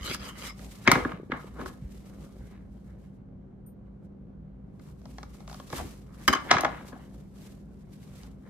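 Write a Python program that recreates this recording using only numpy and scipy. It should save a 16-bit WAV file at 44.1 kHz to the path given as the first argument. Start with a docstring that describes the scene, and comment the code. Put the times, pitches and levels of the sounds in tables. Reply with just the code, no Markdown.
"""Knocks on a wooden board lead, as a gloved cook saws the end off a cooked corn cob in a small kitchen.
Knocks and drags ring board modes; the struck or sawing blade rings steel modes; thumps are damped sines.
Husk and mitts rustle as coloured grains, and rubbing feeds grains into the board modes.
Below lie filtered room noise and an appliance hum; dying noise makes the room's echoes."""
import sys
import numpy as np
from scipy import signal
from scipy.fft import rfft, irfft, next_fast_len
from scipy.io import wavfile

SR = 44100
rng = np.random.default_rng(int(sys.argv[2]) if len(sys.argv) > 2 else 0)


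def unload_wav(signal):
    """Save mono or channel-first audio to the path in sys.argv[1] as 16-bit WAV at rate SR, clipped to [-1, 1]."""
    wavfile.write(
        sys.argv[1],
        SR,
        np.round(np.clip(np.atleast_2d(signal).T, -1, 1) * 32767).astype(np.int16),
    )


N = 374409


def from_db(db):
    """Amplitude ratio of a level in dB."""
    return 10 ** (np.asarray(db) / 20)


def rms_one(x):
    """x scaled to rms 1."""
    return x / np.sqrt(np.mean(x ** 2) + 1e-20)


def at_hz(points, hz):
    """Curve value, linear over log frequency."""
    points = np.array(points)
    return np.interp(np.log(hz), np.log(points[:, 0]), points[:, 1])


def drift(rate_hz):
    """Slow random curve of rms 1: noise through a two-pole lowpass, one point per 40 samples."""
    r = np.exp(-80 * np.pi * rate_hz / SR)
    slow = signal.lfilter([1], [1, -2 * r, r * r], rng.standard_normal(N // 40 + 2002))[2000:]
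    return np.interp(np.arange(N) / 40, np.arange(len(slow)), rms_one(slow))


def ring(x, hz, t60_s):
    """Damped resonator: a unit click starts a decaying sine of height 1."""
    r = from_db(-60 / (t60_s * SR))
    w = 2 * np.pi * hz / SR
    return signal.lfilter([0, np.sin(w)], [1, -2 * r * np.cos(w), r * r], x + 1e-18)


def bands(x):
    """Half-octave bands of x[0] and x[1] in turn, with their centres in Hz."""
    edges_hz = 24 * 2 ** np.arange(0, 9.6, .5)
    for k, (low, high) in enumerate(zip(edges_hz, edges_hz[1:])):
        bandpass = signal.butter(2, [low, high], "band", fs=SR, output="sos")
        yield np.sqrt(low * high), signal.sosfilt(bandpass, x[k % 2])


def coloured(x, spectrum):
    """x through a spectrum in dB per Hz; rms 1."""
    size = next_fast_len(N)
    hz = np.maximum(np.fft.rfftfreq(size, 1 / SR), 1)
    shaped = rfft(x, size) * from_db(at_hz(spectrum, hz))
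    return rms_one(irfft(shaped, size)[..., :N])


def stereo(mid, side, alike):
    """Left and right from a shared and an opposed part."""
    alike = np.clip(alike, -1, 1)
    return np.sqrt((1 + alike) / 2) * mid + np.sqrt((1 - alike) / 2) * side * [[1], [-1]]


def grains(per_s, spread_db):
    """Random clicks of uneven size, rms 1: one train for the shared, one for the opposed part."""
    sizes = from_db(spread_db * np.minimum(rng.exponential(1, N), 5))
    present = rng.random(N) < per_s / SR
    return rms_one(sizes * present * rng.standard_normal((2, N)))


def contacts(ms, gains, hz=None, length_s=.025):
    """Short dying force per event, (events, channels, samples), from gains (channels, events).
    With hz: the part that drives that mode, else broadband chatter."""
    t = np.arange(round(.02 * SR))
    shape = np.exp(-t / (np.c_[ms] * SR / 1000))
    shape = (shape * np.clip(t / (.0005 * SR), 0, 1))[:, None]  # contact closes in 0.5 ms
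    force = rng.standard_normal((len(ms), 2, len(t)))
    force[:, 1] = .9 * force[:, 0] + .8 * force[:, 1]  # right side: a partly different mix
    if hz:
        phase = rng.uniform(0, 2 * np.pi, (len(ms), 1, 1))
        # sides part as pitch rises
        phase = phase + min(hz / 1600, 1.6) * rng.normal(0, 0.7, (len(ms), 2, 1))
        tone = 2 * np.cos(2 * np.pi * hz * t / SR + phase)
        force = shape * (tone + 4.0 * force) / shape.sum(axis=2, keepdims=True)
    else:
        force = shape * force / np.sqrt(np.sum(shape ** 2, axis=2, keepdims=True))
    padding = [(0, 0), (0, 0), (0, round(length_s * SR) - len(t))]
    return np.pad(force * np.transpose(gains)[..., None], padding)


def placed(seconds, sounds):
    """Each short sound laid down at its moment."""
    out = np.zeros((2, N))
    for s, sound in zip(seconds, sounds):
        start = int(s * SR)
        out[:, start:start + sound.shape[1]] += sound
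    return out


def swells(s, rise_s, fall_s, peak_db, order=1):
    """Gain of swells that rise and fade in dB, pointed (order 1) or rounded (order 2); powers add."""
    t = np.arange(0, N + 40, 40) / SR
    late_s = t - np.c_[s]
    drop = np.where(late_s < 0, -late_s / np.c_[rise_s], late_s / np.c_[fall_s]) ** order
    db = np.c_[peak_db] - 20 * drop
    return np.interp(np.arange(N) / SR, t, np.sqrt(np.sum(from_db(2 * db), axis=0)))


# knocks on the board: (time [s], level [dB], low body [rel dB], upper modes [rel dB], crack [rel dB],
#   best-excited pitch [Hz])
KNOCKS = [(0.078, -33, -8, -6, -14, 1200), (0.105, -32, -8, -2, -8, 2280), (0.11, -34, -8, -6, -14, 1300),
          (0.146, -23, -18, -16, -12, 1350), (0.592, -43, -3.5, -8.5, -9.5, 1280),
          (0.646, -49, -6, -15.5, -5.5, 1830), (0.875, 0, -13, -6, -24.5, 1560),
          (0.879, -12, -11, -10.5, -16, 1160), (0.915, -1, -18, -10, -20, 1070),
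          (0.92, -11, -14, -15, -18, 1160), (0.954, -10.5, -9.5, -20.5, -26, 1200),
          (0.965, -20.5, -1, -13, -23.5, 736), (1.049, -18, -2.5, -22, -36, 1120),
          (1.118, -23.5, -18, -17, -32.5, 1080), (1.318, -15, -11, -7, -34, 1500),
          (1.593, -37, 2, -26, -24, 900), (1.613, -30, -3, -22, -26, 1240),
          (1.659, -26, -10, -30, -22.5, 1202), (4.795, -45, -4.5, -17, -18, 1335),
          (5.701, -39, -0.5, -11, -7, 1120), (5.727, -23, -9, -21, -21.5, 724),
          (6.278, -10, -13, -9, -12, 1500), (6.282, -10, -16, -12, -14, 1150),
          (6.328, -19, -18, -6, -14, 1150), (6.334, -12, -16, -14, -19, 1130),
          (6.349, -20, -10, -12, -22, 1190), (6.508, -14, -21, -2, -20, 1600),
          (6.512, 0, -23, -7, -16, 830), (6.525, -17, -14, -14, -19, 816), (6.537, -19, -18, -8, -14, 781),
          (6.567, -9, -18, -15, -31.5, 1450), (6.583, -14.5, -16.5, -10, -19, 1490),
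          (6.608, -27, -8, -21, -7, 824), (6.634, -14.5, -12, -27, -29, 730),
          (6.646, -10, -20, -12, -28, 1680), (6.649, -7.5, -18, -14.5, -28.5, 797),
          (6.809, -38, -4.5, -19, -36, 772), (6.846, -42, -4, -17, -34, 724),
          (6.884, -44, 3, -13, -7.5, 982), (6.927, -36, 0, -21, -32, 740),
          (6.963, -41.5, -15, -25, -35, 745), (8.233, -50.5, -6, -18, -2.5, 641)]
# knife tip slips in the cob, ticks on the board: (time [s], level [dB])
TICKS = [(5.016, -52), (5.055, -37), (5.183, -31), (5.23, -29), (5.345, -48), (5.404, -43), (5.477, -33),
         (5.497, -36), (5.513, -37), (5.528, -35), (5.544, -36), (5.599, -33)]
# colour of every tick: (low body [rel dB], upper modes [rel dB], crack [rel dB], best-excited pitch [Hz])
TICK_COLOUR = (-20, -21, -14, 620)
# low and upper board modes: (frequency [Hz], level [dB], free t60 [s])
BOARD_LOW = [(241, -4, 0.066), (268, 0.5, 0.062), (323, -5, .07), (380, -4.5, 0.063), (474.6, -1, 0.023),
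             (532, -1.5, 0.02)]
BOARD = [(600, -3.5, 0.028), (741, 1, 0.026), (832, -2, .03), (952, -7, .03), (1090, -0.5, 0.025),
         (1190, -2, 0.025), (1265, 0, 0.025), (1450, 0, 0.02), (1680, 0.5, .02), (1888, -2, 0.018),
         (2100, 1, 0.02), (2260, -3.5, .022), (2450, -11, 0.016), (2650, -12, .015), (2900, -7, 0.015),
         (3200, -9, .015), (3650, -10, 0.017), (3990, -13, 0.017)]
# crack on top of a blow: (frequency [Hz], level [dB per Hz])
CRACK = [(1500, -30.5), (3000, -4), (5000, -1.5), (6500, -5), (8000, -14), (10500, -22), (12500, -36),
         (16500, -50)]
# dense board modes: (frequency [Hz], level [dB per Hz])
CLACK = [(300, -30), (600, -1.5), (1200, -0.5), (2100, -3), (2600, -10), (3400, -7), (5000, -26),
         (8000, -42), (12000, -65)]
CONTACT_MS, TICK_MS = 1.9, 1.3
BOARD_PAN_DB, CRACK_PAN_DB, PAN_SCATTER_DB = 2.4, -2.5, 1.5  # left over right
THUD_DELAY_S = .003  # heavy low modes answer late


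def knocks():
    """Each blow rings the modes near its own pitch most, thuds in the low modes and cracks on top."""
    events = KNOCKS + [tick + TICK_COLOUR for tick in TICKS]
    s, peak_db, low_db, high_db, crack_db, pitch_hz = np.transpose(events)
    ms = np.repeat([CONTACT_MS, TICK_MS], [len(KNOCKS), len(TICKS)])
    pan_db = rng.normal(BOARD_PAN_DB, PAN_SCATTER_DB, len(s))
    level = from_db(peak_db + np.outer([.5, -.5], pan_db))
    knock, thud = 0, 0
    for hz, db, t60_s in BOARD:
        octaves = np.log2(hz / pitch_hz)
        share_db = high_db + 5 if hz > 1800 else np.where(octaves < 0, 19 * octaves, -7 * octaves)
        share_db = share_db + rng.normal(0, 2.5, len(s))
        # blows with little crack ring the top modes less
        share_db = share_db + (hz > 2600) * np.minimum(.5 * crack_db + 7, 0)
        force = contacts(ms, level * from_db(db + share_db - 6), hz, .05)
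        knock = knock + ring(force, hz, t60_s)
    for hz, db, t60_s in BOARD_LOW:
        force = contacts(ms, level * from_db(db + low_db - 3.5), hz, .09)
        thud = thud + ring(force, hz, t60_s)
    crack_pan_db = np.c_[[.5 * CRACK_PAN_DB, -.5 * CRACK_PAN_DB]]
    crack = placed(s, contacts(1.6 * ms, from_db(peak_db + crack_db + 20 + crack_pan_db)))
    clack = placed(s, contacts(1.8 * ms, level * from_db(0.3)))
    # wood against wood is soft on top
    knock = signal.sosfilt(signal.butter(2, 4800, fs=SR, output="sos"), knock)
    modes = placed(s, knock) + placed(s + THUD_DELAY_S, thud)
    return modes + coloured(crack, CRACK) * np.std(crack) + coloured(clack, CLACK) * np.std(clack)


# knife or cob drags and chatters on the board: (peak time [s], 20 dB rise [s], 20 dB fall [s],
#   level [dB], best-excited pitch [Hz], upper modes [rel dB])
DRAGS = [(0.105, .04, .04, -42, 330, -12), (0.873, .016, .003, -21, 1750, -6),
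         (0.893, .012, .035, -21, 600, -8), (0.934, .012, .04, -21, 1000, -8),
         (0.972, .012, .04, -25, 420, -18), (1.0, .02, .06, -30, 600, -14),
         (1.064, .012, .04, -36, 500, -20), (1.316, .014, .003, -37, 1700, -6),
         (1.336, .01, .06, -34, 1100, -17), (1.6, .05, .03, -34.5, 330, -25),
         (1.605, .05, .04, -39, 1200, -18), (1.63, .03, .05, -34.5, 330, -25),
         (5.732, .01, .03, -33, 450, -18), (5.748, .012, .04, -36, 300, -18),
         (5.792, .03, .012, -34, 1300, -14), (5.8, .012, .035, -33, 700, -18),
         (5.82, .03, .04, -36, 280, -22), (5.846, .015, .04, -39, 300, -22),
         (6.288, .012, .04, -24, 260, -30), (6.303, .012, .04, -25, 280, -30),
         (6.292, .006, .04, -27, 1500, -6), (6.356, .014, .05, -27, 1180, -7),
         (6.508, .025, .003, -25, 1500, -3), (6.53, .012, .04, -21, 950, -7),
         (6.549, .02, .022, -22, 820, -8), (6.592, .015, .04, -27, 820, -9),
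         (6.665, .012, .05, -30, 760, -12), (6.78, .05, .08, -45, 1700, -8),
         (6.93, .02, .05, -46, 1250, -20)]
CHATTER_PER_S, DRAG_DETUNE_RATIO, DRAG_SCATTER_DB = 3000, .03, 2.5


def drags():
    """Dense uneven contacts under a swell; each drag shifts and weights the board modes its own way."""
    late_s = np.arange(round(-.05 * SR), round(.13 * SR)) / SR
    sounds = []
    for s, rise_s, fall_s, level_db, pitch_hz, high_db in DRAGS:
        swell = from_db(level_db - 20 * np.where(late_s < 0, -late_s / rise_s, late_s / fall_s))
        sound, power = 0, 0
        for hz, db, t60_s in BOARD_LOW + BOARD:
            present = rng.random(len(late_s)) < CHATTER_PER_S / SR
            hits = present * rng.standard_normal((2, len(late_s)))
            share_db = high_db if hz > 1800 else -17 * abs(np.log2(hz / pitch_hz))
            gain = from_db(db + share_db + DRAG_SCATTER_DB * rng.standard_normal())
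            shifted_hz = hz * (1 + DRAG_DETUNE_RATIO * rng.standard_normal())
            damped_s = .7 * t60_s
            sound = sound + gain * ring(hits * swell, shifted_hz, damped_s) / np.sqrt(damped_s)
            power += gain ** 2
        sounds.append(stereo(*sound, .7) / np.sqrt(power * CHATTER_PER_S / np.log(1000) / 2))
    pan = from_db([[.5 * BOARD_PAN_DB], [-.5 * BOARD_PAN_DB]])
    return placed(np.array(DRAGS)[:, 0] + late_s[0], sounds) * pan


# saw strokes through the cob: (full-pressure time [s], 20 dB rise [s], 20 dB fall [s],
#   blade [dB], husk [dB], rubbing on the board [dB])
STROKES = [(0.1, .1, .075, -36, -40, -41), (0.27, .11, .075, -43, -47, -48),
           (0.45, .11, .075, -39, -45, -46)]


def strokes():
    """Gains of blade, husk and rubbing as rounded pressure swells, one per saw stroke."""
    s, rise_s, fall_s, *levels_db = np.transpose(STROKES)
    return [swells(s, rise_s, fall_s, db, order=2) for db in levels_db]


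# blade strikes: (time [s], level [dB], modes under 8 kHz [rel dB], edge tick [rel dB], ring time factor)
PINGS = [(0.146, -52, 5, 30, .3), (0.916, -36, 5, 43, .5), (3.661, -40, -30, -15, 1.4),
         (6.278, -23, 30, 24, .6), (6.283, -30, 32, 24, .6), (6.328, -37, 32, 26, .5),
         (6.333, -35, 34, 27, .65), (6.349, -42, 32, 20, .65), (6.512, -42, 5, 27, .3),
         (6.608, -33, -2, 25, 2.4)]
# blade modes: (frequency [Hz], struck level [dB], free t60 [s], sawing level [dB])
BLADE = [(1150, 3, .035, -3), (1290, -11, .04, -1), (1590, -1, .03, -7), (1780, -4, .025, -5),
         (2080, -3, .025, 0.5), (2270, -9, .025, -1.5), (2860, -14, .03, -6), (3050, -6, .075, -5),
         (3330, -11, .04, -8), (3980, -16, .03, -6), (4900, -2, .022, -7), (5150, -7, .02, -7),
         (6050, -7, .02, -11), (6350, -8, .025, -8), (7690, -16, .045, -16), (9345, -3, .09, -25),
         (11090, -12, .09, -25), (13000, -3, .09, -25), (13380, -6, .05, -25), (15040, 0, .09, -25)]
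# tick of the edge: (frequency [Hz], level [dB per Hz])
EDGE = [(2500, -36), (4500, -6), (6300, -4), (9800, -2), (12000, -9), (13800, -5), (15300, 6), (16500, -8)]
BLADE_DETUNE_RATIO, EDGE_MS = .008, 3.0
SAW_DAMPING, SAW_WAVER_DB = .3, 5.5  # the cob shortens t60


def blade():
    """Steel modes, struck unevenly with an edge tick on top; sawing feeds them grains, damped by the cob."""
    s, peak_db, low_db, tick_db, ring_factor = np.transpose(PINGS)
    pings, rasp = 0, 0
    span = SR  # sawing lies in the first second
    teeth = grains(2000, spread_db=2.0)[:, :span]
    for k, (hz, db, t60_s, saw_db) in enumerate(BLADE):
        strength_db = peak_db + db - 15 + low_db * (hz < 8000) + rng.normal(0, 2.5, (2, len(s)))
        shifted_hz = hz * (1 + BLADE_DETUNE_RATIO * (hz < 8000) * rng.standard_normal(len(s)))
        forces = contacts(np.full(len(s), 3.5), from_db(strength_db), hz, .2)
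        rung = [ring(force, at, t60_s * max(factor, .1))
                for force, at, factor in zip(forces, shifted_hz, ring_factor)]
        pings = pings + np.array(rung)
        damped_s = SAW_DAMPING * min(t60_s, .04)
        saw_gain = from_db(saw_db + SAW_WAVER_DB * drift(9)[:span]) / np.sqrt(damped_s)
        rasp = rasp + (-1) ** k * ring(teeth, hz, damped_s) * saw_gain
    ticks = placed(s, contacts(np.full(len(s), EDGE_MS), from_db([peak_db + tick_db] * 2)))
    out = placed(s, pings) + coloured(ticks, EDGE) * np.std(ticks)
    out[:, :span] += stereo(*rms_one(rasp), .3) * strokes()[0][:span]
    return out


# dull thumps through the counter: (time [s], level [dB], pitch [Hz])
THUMPS = [(0.009, -30, 56.5), (0.098, -28.5, 145), (0.199, -33, 60), (0.885, -16.5, 133),
          (0.93, -17.5, 151), (0.964, -20.5, 151), (1.019, -29, 65), (1.058, -31, 148), (1.138, -30, 169),
          (1.199, -29, 375), (1.232, -32.5, 358), (1.299, -26, 348), (1.329, -29.5, 171), (1.444, -33, 410),
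          (1.659, -33.5, 60), (1.822, -30, 132.3), (1.843, -29, 59.2), (2.389, -35, 54.3),
          (2.65, -39, 57.4), (5.731, -30, 135), (5.779, -30, 59), (5.809, -31, 65.4), (5.845, -34, 82),
          (6.28, -26, 61.9), (6.282, -20, 265), (6.297, -23, 285), (6.529, -28, 163), (6.557, -21, 164)]


def thumps():
    """A soft push, two or three cycles of a damped sine, the same on both sides."""
    out = np.zeros(N)
    for s, level_db, hz in THUMPS:
        cycles = np.arange(int(5 * SR / hz)) * hz / SR
        push = cycles * np.exp(1 - 2.2 * cycles) * np.sin(2 * np.pi * cycles)
        start = int(s * SR)
        out[start:start + len(push)] += from_db(level_db + 4.5) * push
    return out


# hand movements: (peak time [s], 20 dB rise [s], 20 dB fall [s], husk [dB], rubbing on the board [dB])
MOVES = [(0.147, .015, .015, -38, -46), (0.6, .07, .2, -54, -59), (0.72, .2, .5, -54, -60),
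         (1.0, .1, .12, -50, -44), (1.1, .1, .15, -62, -46), (1.35, .03, .25, -72, -50),
         (1.4, .08, .2, -56, -70), (1.472, .05, .05, -57, -62), (1.612, .07, .06, -54, -45),
         (1.66, .02, .15, -52.5, -48), (1.95, .3, .3, -61, -63), (2.08, .06, .12, -60, -64),
         (2.225, .12, .12, -59, -57), (2.466, .4, .2, -64, -60), (2.74, .1, .2, -70, -70),
         (2.882, .15, .18, -69, -68), (3.054, .15, .12, -68, -76), (3.87, .03, .03, -90, -72),
         (4.056, .05, .03, -79, -76), (4.885, .14, .1, -61.5, -65), (5.07, .1, .5, -62, -69),
         (5.175, .2, .2, -60, -63), (5.42, .2, .1, -61, -61), (5.5, .05, .2, -54, -68),
         (5.585, .15, .05, -55, -60), (5.728, .04, .2, -46, -49), (5.795, .15, .15, -43, -48),
         (5.91, .3, .07, -54, -57), (6.2, .17, .3, -56, -59), (6.46, .1, .1, -52, -48),
         (6.72, .1, .4, -60, -49), (6.89, .04, .04, -50, -54), (6.97, .15, .5, -64, -62),
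         (7.2, .4, .15, -68, -66), (7.426, .14, .2, -55, -59), (7.74, .15, .2, -69, -72),
         (7.936, .05, .05, -58, -65), (8.05, .3, .3, -67, -64), (8.17, .2, .2, -59, -58),
         (8.238, .1, .06, -60, -64), (8.48, .1, .1, -66, -61)]
# rustle: (frequency [Hz], level [dB per Hz])
RUSTLE = [(400, -30.5), (1000, -15), (2200, -11), (5000, -12), (9000, -13), (12500, -16), (15600, -7),
          (16200, -34.5)]
REST_HUSK_DB, REST_RUB_DB, REST_WEIGHT_DB = -103, -84, -63  # hands at rest
RUB_TILT_DB_PER_OCTAVE = -1.8  # rubbing drives the upper modes less
WEIGHT_OVER_RUB_DB, WEIGHT_WAVER_DB = -5, 2.5  # pressure on the counter follows rubbing, unevenly


def hands():
    """Husk crackles in clumps; rubbing and weight feed dense grains into the board modes."""
    s, rise_s, fall_s, husk_db, rub_db = np.transpose(MOVES)
    _, stroke_husk, stroke_rub = strokes()
    rustling = swells(s, rise_s, fall_s, husk_db) + stroke_husk + from_db(REST_HUSK_DB)
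    rubbing = swells(s, rise_s, fall_s, rub_db) + stroke_rub + from_db(REST_RUB_DB)
    weight = from_db(WEIGHT_OVER_RUB_DB) * rubbing + from_db(REST_WEIGHT_DB)
    weight = weight * from_db(WEIGHT_WAVER_DB * drift(11))
    husk = grains(5000 * from_db(8 * drift(25)), spread_db=-2.0) + 0.7 * rng.standard_normal((2, N))
    husk = stereo(*coloured(husk, RUSTLE), .1) * rustling * from_db(1.2 * drift(4.7))
    rub_grains, press_grains = grains(2500, spread_db=-3.0), grains(900, spread_db=2.0)
    rub, press = 0, 0
    for k, (hz, db, t60_s) in enumerate(BOARD):
        mode_db = db + RUB_TILT_DB_PER_OCTAVE * np.log2(hz / 1000) + 2.2 * drift(4)
        rub = rub + (-1) ** k * from_db(mode_db) * ring(rub_grains, hz, 0.2 * t60_s)
    for hz, db, t60_s in BOARD_LOW:
        press = press + from_db(db) * ring(press_grains, hz, .7 * t60_s)
    rub = stereo(*rms_one(rub), .45) * rubbing * from_db(1.1 * drift(11))
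    return husk + rub + stereo(*rms_one(press), .7) * weight


# echo decay: (frequency [Hz], t60 [s])
ROOM_T60 = [(150, 0.34), (1000, 0.39), (4000, 0.32), (12000, 0.21)]
ROOM_DB = -11.5


def kitchen(x):
    """Dense echoes: noise dying band by band, another on each side."""
    t = np.arange(SR) / SR
    echo = 0
    for hz, band in bands(rng.standard_normal((2, 2, SR))):
        echo = echo + band * from_db(-60 * t / at_hz(ROOM_T60, hz))
    echo = echo * np.clip(t / 0.004, 0, 1)
    return signal.fftconvolve(x, echo / np.sqrt(np.sum(echo ** 2) / 2), axes=1)[:, :N]


# room noise: (frequency [Hz], level [dB per Hz])
AIR = [(25, -24.5), (45, -7.5), (70, -4), (90, -15), (110, -8), (200, -9), (290, -20), (385, -18),
       (680, -31.5), (1300, -41), (2200, -59), (4500, -64.5), (9000, -71.5), (16500, -74)]
# hum resonances: (frequency [Hz], width [Hz], level [dB rms])
HUM = [(57, 2.7, -53.5), (119.65, 6.4, -63), (153.6, 10, -57), (216, 1.7, -66), (257.6, 2.6, -64),
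       (382, 8, -71)]
# stereo spread: (frequency [Hz], left-right likeness [-1..1])
LIKENESS = [(60, 1), (180, 0.71), (550, -0.16), (1650, 0.08), (4970, -0.22), (15000, -0.54)]
AIR_DB_RMS, MOTOR_HZ, MOTOR_DB_RMS = -50.5, 196.2, -53.5


def air():
    """Room noise in wavering bands, hum as noise in narrow resonances, and a wandering motor tone."""
    out = 0
    for hz, (mid, side) in bands(rng.standard_normal((2, 2, N))):
        gain = from_db(at_hz(AIR, hz) + .8 * drift(5))
        out = out + gain * stereo(mid, side, at_hz(LIKENESS, hz))
    out = from_db(AIR_DB_RMS) * rms_one(out)
    for hz, width_hz, level_db in HUM:
        t60_s = np.log(1000) / np.pi / width_hz
        mid, side = ring(rng.standard_normal((2, N)), hz, t60_s)
        out = out + from_db(level_db) * rms_one(stereo(mid, side, at_hz(LIKENESS, hz) ** .3))
    turns = np.cumsum(MOTOR_HZ + 1.3 * drift(3)) / SR
    motor_gain = from_db(MOTOR_DB_RMS + 0.86 * drift(1.7))
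    return out + motor_gain * np.sqrt(2) * np.sin(2 * np.pi * turns)


def scene():
    """Blows and blade with their echoes, over thumps, hands and air."""
    blows, steel = knocks() + drags(), blade()
    echoes = from_db(ROOM_DB) * kitchen(blows + .6 * steel)
    return blows + steel + echoes + thumps() + hands() + air()


CUTOFF_HZ = 17100


def record(dry):
    """Stereo pair, left slightly late; treble narrow from 8 to 12 kHz, wide above 13 kHz;
    peaks rounded, top cut."""
    dry = signal.sosfilt(signal.butter(3, 38, "high", fs=SR, output="sos"), dry)
    left, right = np.roll(dry[0], 3), dry[1]  # left 3 samples late
    mid, side = (left + right) / 2, (left - right) / 2
    below = signal.sosfilt(signal.cheby2(18, 40, 13600, fs=SR, output="sos"), mid)
    mid = below + from_db(-24.5) * mid
    notch = signal.cheby2(5, 30, [8400, 11900], "bandstop", fs=SR, output="sos")
    side = signal.sosfilt(notch, side)
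    rounded = .97 * np.tanh(np.array([mid + side, mid - side]) / .97)
    return signal.sosfilt(signal.cheby2(20, 85, CUTOFF_HZ, fs=SR, output="sos"), rounded)


dry = scene()
out = record(dry)
unload_wav(out)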